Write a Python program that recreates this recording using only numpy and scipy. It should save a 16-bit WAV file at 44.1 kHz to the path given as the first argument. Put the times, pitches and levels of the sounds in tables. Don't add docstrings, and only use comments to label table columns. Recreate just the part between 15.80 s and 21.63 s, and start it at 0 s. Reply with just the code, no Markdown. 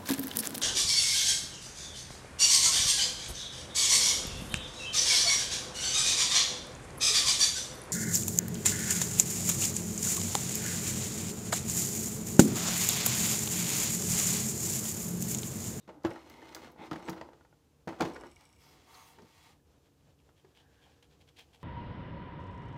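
import sys
import numpy as np
from scipy import signal
from scipy.fft import rfft, irfft
from scipy.io import wavfile
from scipy.ndimage import uniform_filter1d

SR = 44100
rng = np.random.default_rng(int(sys.argv[2]) if len(sys.argv) > 2 else 0)


def to_wav(sig):
    pcm = np.clip(np.atleast_2d(sig), -1, 1) * 32767
    pcm = np.round(pcm).astype(np.int16)
    wavfile.write(sys.argv[1], SR, pcm.T)


def level_to_linear(level):
    exponent = np.asarray(level, float) / 20
    return 10 ** exponent


N = 257103

# pitch_hz, level_db, t60_s
CANVAS_MODES = [(262, -13, .08), (290, -9, .15), (327, 0, .2), (375, -14, .08), (428, -15, .2)]
# pitch_hz, level_db, t60_s
FRAME_MODES = [(436, -9, .06), (520, -4, .06), (590, -5, .06), (660, -4, .06), (745, -5, .045),
               (835, 0, .06), (910, -2, .05), (985, -4, .045), (1170, -6, .04), (1290, -4, .04),
               (1430, -3, .045), (1600, -13, .035), (1860, -9, .035)]
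# pitch_hz, width_hz, level_db
ROD_MODES = [(2270, 85, -1), (2860, 100, -5), (3770, 130, -12), (5500, 170, 0), (6170, 200, -12),
             (6890, 250, -10), (7550, 300, -6), (8020, 220, 0), (8940, 300, -10), (10100, 450, -6)]
PUSH_ROUGH = 0.25
CANVAS_SCATTER_DB = 1.5


def evened(x):
    return x / np.sqrt(np.mean(x ** 2) + 1e-20)


def read(points, hz):
    f, value = np.transpose(points)
    return np.interp(np.log(hz + 1), np.log(f + 1), value)


def add(mix, start_s, sound):
    part = mix[round(start_s * SR):][:len(sound)]
    part += sound[:len(part)]


def colour(x, points):
    gain = level_to_linear(read(points, np.fft.rfftfreq(len(x), 1 / SR)))
    return evened(irfft(rfft(x) * gain, len(x)))


def resonate(x, hz, width_hz):
    return signal.lfilter(*signal.iirpeak(hz, hz / width_hz, SR), x)


def grains(per_s, spread_db):
    clicks = rng.standard_normal(N) * level_to_linear(spread_db * np.minimum(rng.exponential(1, N), 4))
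    return evened(clicks * (rng.random(N) < per_s / SR))


def wander(smooth_s):
    size = max(round(smooth_s * SR), 2)
    return evened(uniform_filter1d(uniform_filter1d(rng.standard_normal(N), size), size))


def follow(rows, level_db):
    return level_to_linear(np.interp(np.arange(N) / SR, np.asarray(rows)[:, 0], level_db, -140, -140))


def ring(modes, t, contact_s, scatter_db, rough=0.74):
    detune = 0.015
    hz, db, t60_s = np.transpose(modes)[..., None]
    luck = rng.standard_normal((2, len(modes), 1))
    decay = level_to_linear(db + scatter_db * luck[0] - 60 * t / t60_s)
    waves = decay * np.sin(2 * np.pi * hz * (1 + detune * luck[1]) * t)
    contact = (1 - rough + rough * rng.standard_normal(len(t))) * t * np.exp(-t / contact_s)
    band = signal.butter(1, [hz.min() / 2, 1.95 * hz.max()], "band", fs=SR)
    soft = signal.lfilter(*band, contact)
    body = signal.fftconvolve(waves.sum(0), soft)[:len(t)]
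    return body / np.sqrt(np.max(uniform_filter1d(body ** 2, 400)))


def burst(t, points, rise_s, crack_t60_s, tail, tail_t60_s):
    decay = level_to_linear(-60 * t / crack_t60_s) + tail * level_to_linear(-60 * t / tail_t60_s)
    return colour(rng.standard_normal(len(t)), points) * (1 - np.exp(-t / rise_s)) * decay


def streaked(x):
    depth_db, width_hz = 2.3, 60
    z = rfft(x)
    size = round(width_hz * N / SR)
    peaks = evened(uniform_filter1d(uniform_filter1d(rng.standard_normal(len(z)), size), size))
    return evened(irfft(z * level_to_linear(depth_db * peaks), len(x)))


def room_tone():
    # pitch_hz, level_db (per Hz)
    air_bands = [(12, -64), (20, -31), (43, -32), (52, -14.5), (75, -1.5), (151, -10.5), (297, -16.5),
                 (465, -13.5), (670, -20.5), (794, -20.5), (2120, -30.5), (2810, -28), (7600, -35),
                 (8600, -51)]
    # pitch_hz, width_hz, level_db
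    hum_bands = [(69.5, 18, -74.5), (144.3, 5.6, -73.5), (286, 60, -75), (472.7, 7.6, -80.5)]
    out = level_to_linear(-69.0) * colour(rng.standard_normal(N), air_bands) * level_to_linear(2.05 * wander(0.043))
    for hz, width_hz, db in hum_bands:
        out = out + level_to_linear(db) * evened(resonate(rng.standard_normal(N), hz, width_hz))
    return out


def squeaks():
    # middle_s, length_s, pitch_hz, width_hz, level_db
    squeak_bands = [(0.027, 0.048, 3700, 400, -77.5), (0.62, 0.29, 2000, 250, -84),
                    (0.283, 0.094, 11200, 1100, -75), (2.87, 0.17, 12000, 4000, -76),
                    (2.86, 0.13, 5100, 200, -80), (3.7, 0.024, 800, 91, -69), (3.8, 0.01, 1680, 130, -77),
                    (3.2, 0.13, 6470, 440, -70), (5.045, 0.047, 3220, 300, -71), (1.015, 0.065, 3400, 250, -66),
                    (2.87, 0.12, 5300, 890, -71.5), (3.1, .03, 1130, 120, -65), (3.185, 0.1, 1110, 140, -61),
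                    (3.27, 0.026, 1130, 62, -63), (2.61, 0.11, 1960, 64, -81), (5.1, 0.28, 1640, 140, -83),
                    (5.068, 0.035, 804, 140, -65.5), (5.45, 0.15, 462, 26, -77), (3.43, 0.045, 184, 92, -55),
                    (3, 0.36, 320, 250, -69.5), (3.42, 0.081, 387, 114, -60), (0.178, 0.043, 298, 21, -59.5),
                    (0.58, 0.44, 780, 150, -70.5),
                    (.55, .3, 11300, 900, -88),
        (3.69, .06, 1170, 160, -74),
        (4.9, .34, 1660, 260, -78),
        (4.8, .14, 813, 200, -78),
        (2.465, .06, 330, 40, -56),
                    (3.19, .2, 12000, 7000, -71), (3.3, .075, 11000, 8000, -73.5), (.755, .02, 14500, 2500, -60),
              (4.79, .06, 3070, 700, -71), (1.03, 0.095, 900, 200, -55.5), (3.23, .22, 9300, 350, -78),
              (3.15, .015, 4300, 700, -59), (1.025, 0.094, 2070, 600, -59), (1.05, .07, 4700, 900, -74),
              (1.3, .012, 5700, 1200, -50), (2.43, 0.26, 46, 22, -66.5), (.865, 0.037, 780, 1300, -60.5),
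              (2.39, 0.032, 411, 38, -50), (2.62, .09, 900, 90, -70), (.64, .4, 2070, 90, -68),
              (.66, .36, 900, 90, -65), (.53, .16, 310, 60, -60), (.94, .05, 300, 60, -58),
              (1.04, .09, 3550, 150, -69), (1.25, .06, 6200, 120, -74), (1.26, .05, 8000, 150, -72),
              (5.595, .04, 3300, 300, -64)]
    t, out = np.arange(N) / SR, np.zeros(N)
    noise = rng.standard_normal(N) * level_to_linear(1.0 * wander(0.006))
    for middle_s, length_s, hz, width_hz, db in squeak_bands:
        swell = np.exp(-(2 * (t - middle_s) / length_s) ** 4)
        tone = evened(resonate(resonate(noise, hz, width_hz), hz, 2 * width_hz))
        out += level_to_linear(db) * swell * tone
    return out


def shaken(modes):
    # pitch_hz, level_db
    slip_tilt = [(300, 4), (900, 1), (1500, -5.5), (5000, -28)]
    unevenness_db, width_times_t60 = 2, 3.5
    slips = colour(grains(3000, 1.0) * level_to_linear(unevenness_db * wander(0.012)), slip_tilt)
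    return evened(sum(level_to_linear(db) * resonate(slips, hz, width_times_t60 / t60_s) for hz, db, t60_s in modes))


def slides():
    # time_s, pressure_db, speed_db (hiss over pressure)
    drags = [
        [(.075, -58, -12), (.13, -57, -17), (.22, -72, -16), (.3, -50, -14), (.42, -62, -2.5), (.7, -60, -1),
         (.86, -57, -1.5), (.9, -62.5, -6), (.965, -66.5, -10)],
        [(.97, -68, -11), (.995, -52, -14), (1.07, -53.5, -4), (1.1, -62, -9), (1.18, -53.5, -7.5),
         (1.25, -58, -4), (1.29, -50.5, -9), (1.42, -56.5, -12.5), (1.62, -73, -11.5)],
        [(2.075, -46, -13), (2.12, -51, -11), (2.18, -58, -7), (2.26, -39.5, -11), (2.34, -55, -8),
         (2.4, -55, -10), (2.46, -56, -9), (2.5, -66.5, -1), (2.56, -84, -1)],
    ]
    # pitch_hz, level_db (per Hz)
    hiss_bands = [(710, -16), (1200, 5.5), (1730, -2.5), (2060, 7), (2710, 2), (4700, -3), (8530, -14),
                  (11500, -20), (15300, -20), (16000, -35)]
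    drone = level_to_linear(0.5) * shaken(CANVAS_MODES) + shaken(FRAME_MODES)
    hiss = streaked(colour(grains(4000, 2.0) * level_to_linear(0.85 * wander(0.03)), hiss_bands))
    out = np.zeros(N)
    for drag in map(np.array, drags):
        pressure_db, speed_db = drag[:, 1], drag[:, 2]
        out += follow(drag, pressure_db) * drone + follow(drag, pressure_db + speed_db) * hiss
    return out


def shake_foil(t, foil_db, tick_db):
    # pitch_hz, level_db (per Hz)
    foil_bands = [(880, 9.5), (1500, 5.5), (1950, 4), (2210, 1), (2540, -0.5), (2930, -2), (7000, -16),
                  (9100, -26.5), (15400, -120)]
    # pitch_hz, level_db (per Hz)
    tick_bands = [(2500, -21), (4200, 4), (5000, 3.5), (6600, -1), (8100, -9.5), (11500, -8.5),
                  (14500, -14), (16000, -12), (16800, -36)]
    click = level_to_linear(2.0) * np.sin(2 * np.pi * 5500 * t) * np.exp(-((t - 0.00025) / 0.00014) ** 2)
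    tick = burst(t, tick_bands, 0.00042, 0.0024, 0.4, 0.034) + click
    crackle = burst(t, foil_bands, 0.00077, 0.042, 0.29, 0.12)
    return level_to_linear(foil_db - 8.0) * crackle + level_to_linear(tick_db + 5.5) * tick


def wood(t, frame_db, canvas_db):
    frame_rise_s, canvas_rise_s = 0.0022, 0.0043
    frame = (1 - np.exp(-t / frame_rise_s)) * ring(FRAME_MODES, t, 0.0002, 3, 0.45)
    canvas = ring(CANVAS_MODES, t, 0.00053, CANVAS_SCATTER_DB, PUSH_ROUGH)
    canvas = (1 - np.exp(-t / canvas_rise_s)) * canvas
    return level_to_linear(frame_db + 4.0) * frame + level_to_linear(canvas_db - 6.0) * canvas


def tap(t, level_db):
    rise_s, contact_s, first_mode, scatter_db, canvas_db = 0.0006, 0.0012, 2, 1.5, -17
    frame = ring(FRAME_MODES[first_mode:], t, contact_s, scatter_db)
    frame = (1 - np.exp(-t / rise_s)) * frame
    canvas = ring(CANVAS_MODES, t, 0.00026, CANVAS_SCATTER_DB, PUSH_ROUGH)
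    return level_to_linear(level_db - 0.5) * frame + level_to_linear(level_db + canvas_db) * canvas


def knocks():
    # pitch_hz, level_db, t60_s
    table_modes = [(72, -15, .3), (116, -6, .17), (158, -1, .16), (184, 1, .18)]
    # start_s, level_db, table_db, canvas_db, hardness_db (last three over level)
    landings = [(0.0775, -53.5, 12, 4, -14), (0.0894, -44, -8, -6, -27), (0.2421, -40, -30, 1, -53),
                (0.2489, -31.5, -3, -2, -16), (0.2597, -39.5, 10, -3, -20), (0.2675, -39, 10, -10, -28),
                (0.3048, -55, -11, -18, -4), (0.625, -55, 8, 4, -15), (.99, -62.5, 29.5, 0, -30),
                (1.112, -38, 8, -3, -9.5), (1.1304, -39.5, 6, 3.5, -11), (1.1578, -43.5, 10, -15, -15),
                (1.2778, -45, -1, 6, -12), (1.284, -36, 3, 0.5, -16), (1.2965, -49.5, 17, 6, 4),
                (1.3754, -44, -18, -6, -29), (2.0736, -41.5, 6, -0.5, -48), (2.0777, -38, 11.5, -10, -15),
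                (2.089, -46, -16, 5, -7), (2.2039, -34, -9, -1, -60), (2.2068, -27.5, -22, -4, -8),
                (2.221, -32, 10, 4.5, -10), (2.2511, -37.5, 8, -1, -15), (3.3849, -53.5, 3, -1, -16),
                (3.427, -72, 28.5, 19, -15), (4.647, -65.5, -13, 4.5, -9)]
    # start_s, level_db, foil_db (over level)
    taps = [(0.22, -63, -7), (0.311, -43, 1), (.3165, -44, -2), (0.3592, -44.5, 2), (0.7639, -46, -2),
            (0.8442, -50.5, 10.5), (0.872, -49.5, 1), (.889, -56, -3), (0.96, -55.5, -1), (1.225, -49.5, 1),
            (1.3302, -50.5, 8), (1.4115, -39.5, 4.5), (1.4877, -55.5, 3), (1.5313, -54.5, 5),
            (1.609, -58, -1), (1.6485, -59, 5.5), (1.7259, -60.5, -6), (2.129, -46.5, -3),
            (2.1955, -49, 11), (2.3582, -49, 9), (2.3625, -43, 5), (2.435, -43, -1.5), (3.456, -88, -5),
            (4.49, -67.5, 11)]
    # start_s, level_db, sharpness_db (over level)
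    snaps = [(0.235, -52, -8), (0.499, -47, -8), (0.7248, -43, -16), (0.748, -37.5, -0.5), (.9184, -73, 5),
             (3.145, -56, -3), (1.632, -78, 0), (2.609, -51, -7.5), (3.421, -54.5, -10), (3.748, -63, -21),
             (5.0585, -68.5, -22.5)]
    foil_share_db, foil_per_hardness, tap_tick_db = 11.5, 0.22, -24
    out, t = np.zeros(N), np.arange(9000) / SR
    swell = 1 - np.exp(-t / 0.0053)
    for start_s, db, table_db, canvas_db, hard_db in landings:
        thud = swell * ring(table_modes, t, 0.000093, 1.9, PUSH_ROUGH)
        add(out, start_s, level_to_linear(db + table_db - 11.5) * thud + wood(t, db, db + canvas_db))
        foil_db = db + foil_share_db + foil_per_hardness * hard_db
        add(out, start_s, shake_foil(t, foil_db, db + hard_db))
    for start_s, db, foil_db in taps:
        add(out, start_s, tap(t, db) + shake_foil(t, db + foil_db, db + foil_db + tap_tick_db))
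    for start_s, db, sharp_db in snaps:
        add(out, start_s, shake_foil(t, db, db + sharp_db))
    return signal.sosfilt(signal.butter(5, 66, "high", fs=SR, output="sos"), out)


def thocks():
    # start_s, level_db, pitch_hz, t60_s
    corners = [(2.2032, -15, 746, 0.023), (2.2075, -21.5, 1180, .02), (2.2205, -22, 845, 0.029),
               (1.2865, -34, 925, 0.032), (1.116, -39, 790, 0.017), (1.117, -37, 1300, 0.035),
               (.095, -44, 610, 0.077), (2.0735, -34, 630, .025), (0.62, -43, 1800, 0.026),
               (4.645, -50, 390, 0.05), (4.648, -66, 1700, .03), (2.437, -40, 920, 0.059),
               (2.362, -41, 500, 0.055), (1.225, -46, 1000, .025), (.961, -55, 800, .025),
               (3.383, -55, 900, .02), (.627, -46, 800, .03), (2.207, -28, 1400, .03),
               (1.288, -36, 1250, .03), (1.4135, -46, 4700, .012), (1.33, -52, 3700, .02)]
    # start_s, level_db, pitch_hz, t60_s
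    booms = [(.247, -23, 328, .12), (.2485, -33.5, 570, 0.053), (.252, -36, 118, .25),
             (2.072, -32, 185, .06), (2.09, -39, 318, 0.13), (2.208, -30, 290, .13), (2.207, -28, 345, .12),
             (2.225, -29, 165, .2), (2.21, -28, 425, .12), (1.283, -31, 328, 0.19), (1.284, -34, 182, .17),
             (1.114, -33.5, 304, 0.17), (1.118, -36.5, 165, .15), (.078, -43, 187, .06),
             (.885, -53, 160, 0.11)]
    rise_turns, wobble_db, wobble_s = 0.6, 2.5, 0.008
    out, t = np.zeros(N), np.arange(9000) / SR
    for start_s, db, hz, t60_s in corners + booms:
        envelope = level_to_linear(db - 60 * t / t60_s) * (1 - np.exp(-t * hz / rise_turns))
        add(out, start_s, envelope * np.sin(2 * np.pi * hz * t))
    return out * level_to_linear(wobble_db * wander(wobble_s))


def flicks():
    # start_s, level_db
    rim_flicks = [
        (.2665, -58),
        (.4975, -54),
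        (.7485, -50),
        (.9175, -60.5),
        (1.2965, -45),
        (2.2075, -55),
    ]
    # pitch_hz, level_db (per Hz)
    rim_bands = [(8000, -27), (10500, 1), (13500, 1), (15800, -1), (16800, -30)]
    out, t = np.zeros(N), np.arange(4000) / SR
    for start_s, db in rim_flicks:
        add(out, start_s, level_to_linear(db) * burst(t, rim_bands, 0.00037, 0.014, 0.15, 0.07))
    return out


def bounce(level_db):
    scatter_db, detune, contact_s, rise_s = 2.5, 0.01, 0.0018, 0.0008
    body_lag_s = 0.0052
    t = np.arange(2500) / SR
    hz, width_hz, mode_db = np.transpose(ROD_MODES)[..., None]
    luck = rng.standard_normal((2, len(ROD_MODES), 1))
    late = np.maximum(t - body_lag_s * (hz < 3000), 0)
    shape = (1 - np.exp(-late / rise_s)) * np.exp(-np.pi * width_hz * late)
    waves = np.sin(2 * np.pi * hz * (1 + detune * luck[1]) * late)
    rings = level_to_linear(mode_db + scatter_db * luck[0]) * shape * waves
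    contact = rng.standard_normal(len(t)) * np.exp(-t / contact_s)
    band = signal.butter(4, [3000, 11000], "band", fs=SR, output="sos")
    click = signal.sosfilt(band, contact / np.linalg.norm(contact))
    return level_to_linear(level_db) * (level_to_linear(-6.5) * rings.sum(0) + level_to_linear(5.0) * click)


def rod():
    # start_s, level_db
    chatter = [
        (.3047, -44),
        (.3344, -48),
        (1.1625, -47),
        (1.1944, -49),
        (1.2263, -50),
        (1.2544, -50),
    ]
    # start_s, level_db
    bounces = [(2.346, -43), (2.41, -41.5), (2.4674, -48), (2.515, -46.5), (2.56, -45.5), (2.6085, -52),
               (2.653, -46.5), (2.691, -52), (2.7274, -50), (2.7614, -58), (2.7876, -59), (2.814, -56),
               (2.8373, -61)]
    lead_s, lead_db, lead_fade_db_per_s = 0.0095, -3, -70
    t = np.arange(N) / SR
    buzz = level_to_linear(-93.5) * grains(1500, 2.3) * np.exp(-((t - 2.6) / 0.3) ** 4)
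    out = np.zeros(N)
    for hz, width_hz, db in ROD_MODES:
        out += level_to_linear(db - 7.0) * resonate(buzz, hz, width_hz) * SR / (np.pi * width_hz)
    for start_s, db in bounces:
        add(out, start_s, bounce(db))
        fade_db = lead_fade_db_per_s * (start_s - bounces[0][0])
        add(out, start_s - lead_s, bounce(db + lead_db + fade_db))
    for start_s, db in chatter:
        add(out, start_s, bounce(db))
    return out


def rub():
    # start_s, fastest_s, end_s, level_db, hollow_db (over level)
    strokes = [
        (2.54, 2.594, 2.76, -70.5, 2),
        (2.775, 2.85, 3.38, -66, -4),
        (3.067, 3.2, 3.24, -63, -1),
        (3.358, 3.404, 3.5, -75, 4),
        (3.407, 3.673, 3.75, -64, -3.5),
        (3.217, 3.275, 3.42, -65.5, -1.5),
    ]
    # pitch_hz, level_db (per Hz)
    cloth_bands = [(760, -29), (1300, -15), (1980, -1.5), (2860, -5.5), (3240, -4.5), (5200, -9),
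                   (6350, -10), (10300, -23.5), (15200, -23), (16000, -27)]
    # pitch_hz, width_hz, level_db
    hollow_modes = [(770, 70, -1), (910, 67, 4), (1100, 290, -3.5)]
    bright_db, bright_per_db, loudest_db = -16.5, 4, -63
    t, out = np.arange(N) / SR, np.zeros(N)
    fibres = grains(9000, 0.54) * level_to_linear(0.47 * wander(0.023))
    hollow = evened(sum(level_to_linear(db) * resonate(resonate(fibres, hz, width_hz), hz, 9.9 * width_hz)
                        for hz, width_hz, db in hollow_modes))
    hollow = hollow * level_to_linear(1.7 * wander(0.029))
    cloth = streaked(colour(fibres, cloth_bands))
    fizz = colour(fibres, [(6000, -15), (9000, 11), (15000, 0), (16000, -31)]) * level_to_linear(0.94 * wander(0.019))
    for start_s, fastest_s, end_s, db, hollow_db in strokes:
        speed = np.interp(t, [start_s, fastest_s, end_s], [0, 1, 0]) ** 0.61
        fizz_db = bright_db + bright_per_db * (db - loudest_db)
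        out += level_to_linear(db) * speed * (cloth + level_to_linear(hollow_db) * hollow + level_to_linear(fizz_db) * fizz)
    return out


def wipes():
    # middle_s, level_db, length_s, low_db (over level)
    finger_wipes = [(4.06, -75, 0.026, -19), (4.205, -82, 0.041, -14), (4.394, -77, 0.026, -14),
                    (4.58, -73, 0.044, -12), (4.774, -69.5, 0.083, -3), (4.945, -77.5, 0.11, -6),
                    (5.05, -71, 0.1, -1), (5.132, -76, 0.069, -23), (5.228, -63.5, 0.011, -2),
                    (5.244, -71.5, 0.02, -3), (5.318, -72, 0.039, -9), (5.411, -68.5, 0.026, -6),
                    (5.48, -65, 0.017, -9), (5.492, -73, 0.018, -6), (5.571, -67, 0.026, -14),
                    (5.593, -58, 0.054, -5.5), (5.744, -64.5, 0.041, -3), (5.825, -71, 0.072, 1)]
    # pitch_hz, level_db (per Hz)
    paint_bands = [(710, -69), (1200, -65), (1540, -8), (2060, -6.5), (2350, -2), (3250, -3), (3550, -7.5),
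                   (3910, -6.5), (4040, -7), (16000, -28.5)]
    rise, fade = 0.66, 1.3
    t, out = np.arange(N) / SR, np.zeros(N)
    paint = grains(5000, 1.5) * level_to_linear(1.8 * wander(0.003))
    high = colour(paint, paint_bands) + level_to_linear(-12.5) * evened(resonate(paint, 3340, 230))
    low = evened(resonate(paint, 740, 190))
    for middle_s, db, length_s, low_db in finger_wipes:
        span_s = length_s * np.where(t < middle_s, rise, fade)
        swish = np.exp(-(2 * (t - middle_s) / span_s) ** 2)
        out += level_to_linear(db - 0.5) * swish * (high + level_to_linear(low_db) * low)
    return out


def walls(x):
    # pitch_hz, t60_s
    wall_decay = [(100, 0.12), (500, 0.32), (2000, 0.13), (8000, 0.27)]
    echoes = np.zeros(SR)
    at = np.arange(300, SR - 20, 20)
    echoes[at + rng.integers(0, 20, len(at))] = rng.choice([-1., 1.], len(at))
    hz, t, z = signal.stft(echoes, SR, nperseg=256)
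    decay = level_to_linear(-60 * t / read(wall_decay, hz)[:, None])
    tail = signal.istft(z * decay, SR, nperseg=256)[1]
    return signal.fftconvolve(x, tail / np.linalg.norm(tail))[:N]


def scene():
    near = squeaks() + slides() + knocks() + thocks() + flicks() + rod() + rub() + wipes()
    return (near + level_to_linear(-10.0) * walls(near) + room_tone())[None]


def low_pass(x):
    return signal.sosfilt(signal.butter(12, 15820, fs=SR, output="sos"), x)


def record(dry):
    # pitch_hz, level_db (per Hz)
    hiss_bands = [(2000, -16), (6000, 0.5), (15150, -4), (15250, -70)]
    hiss = level_to_linear(-82.5) * colour(rng.standard_normal(N), hiss_bands)
    return low_pass(dry + hiss)


dry = scene()
out = record(dry)
to_wav(out)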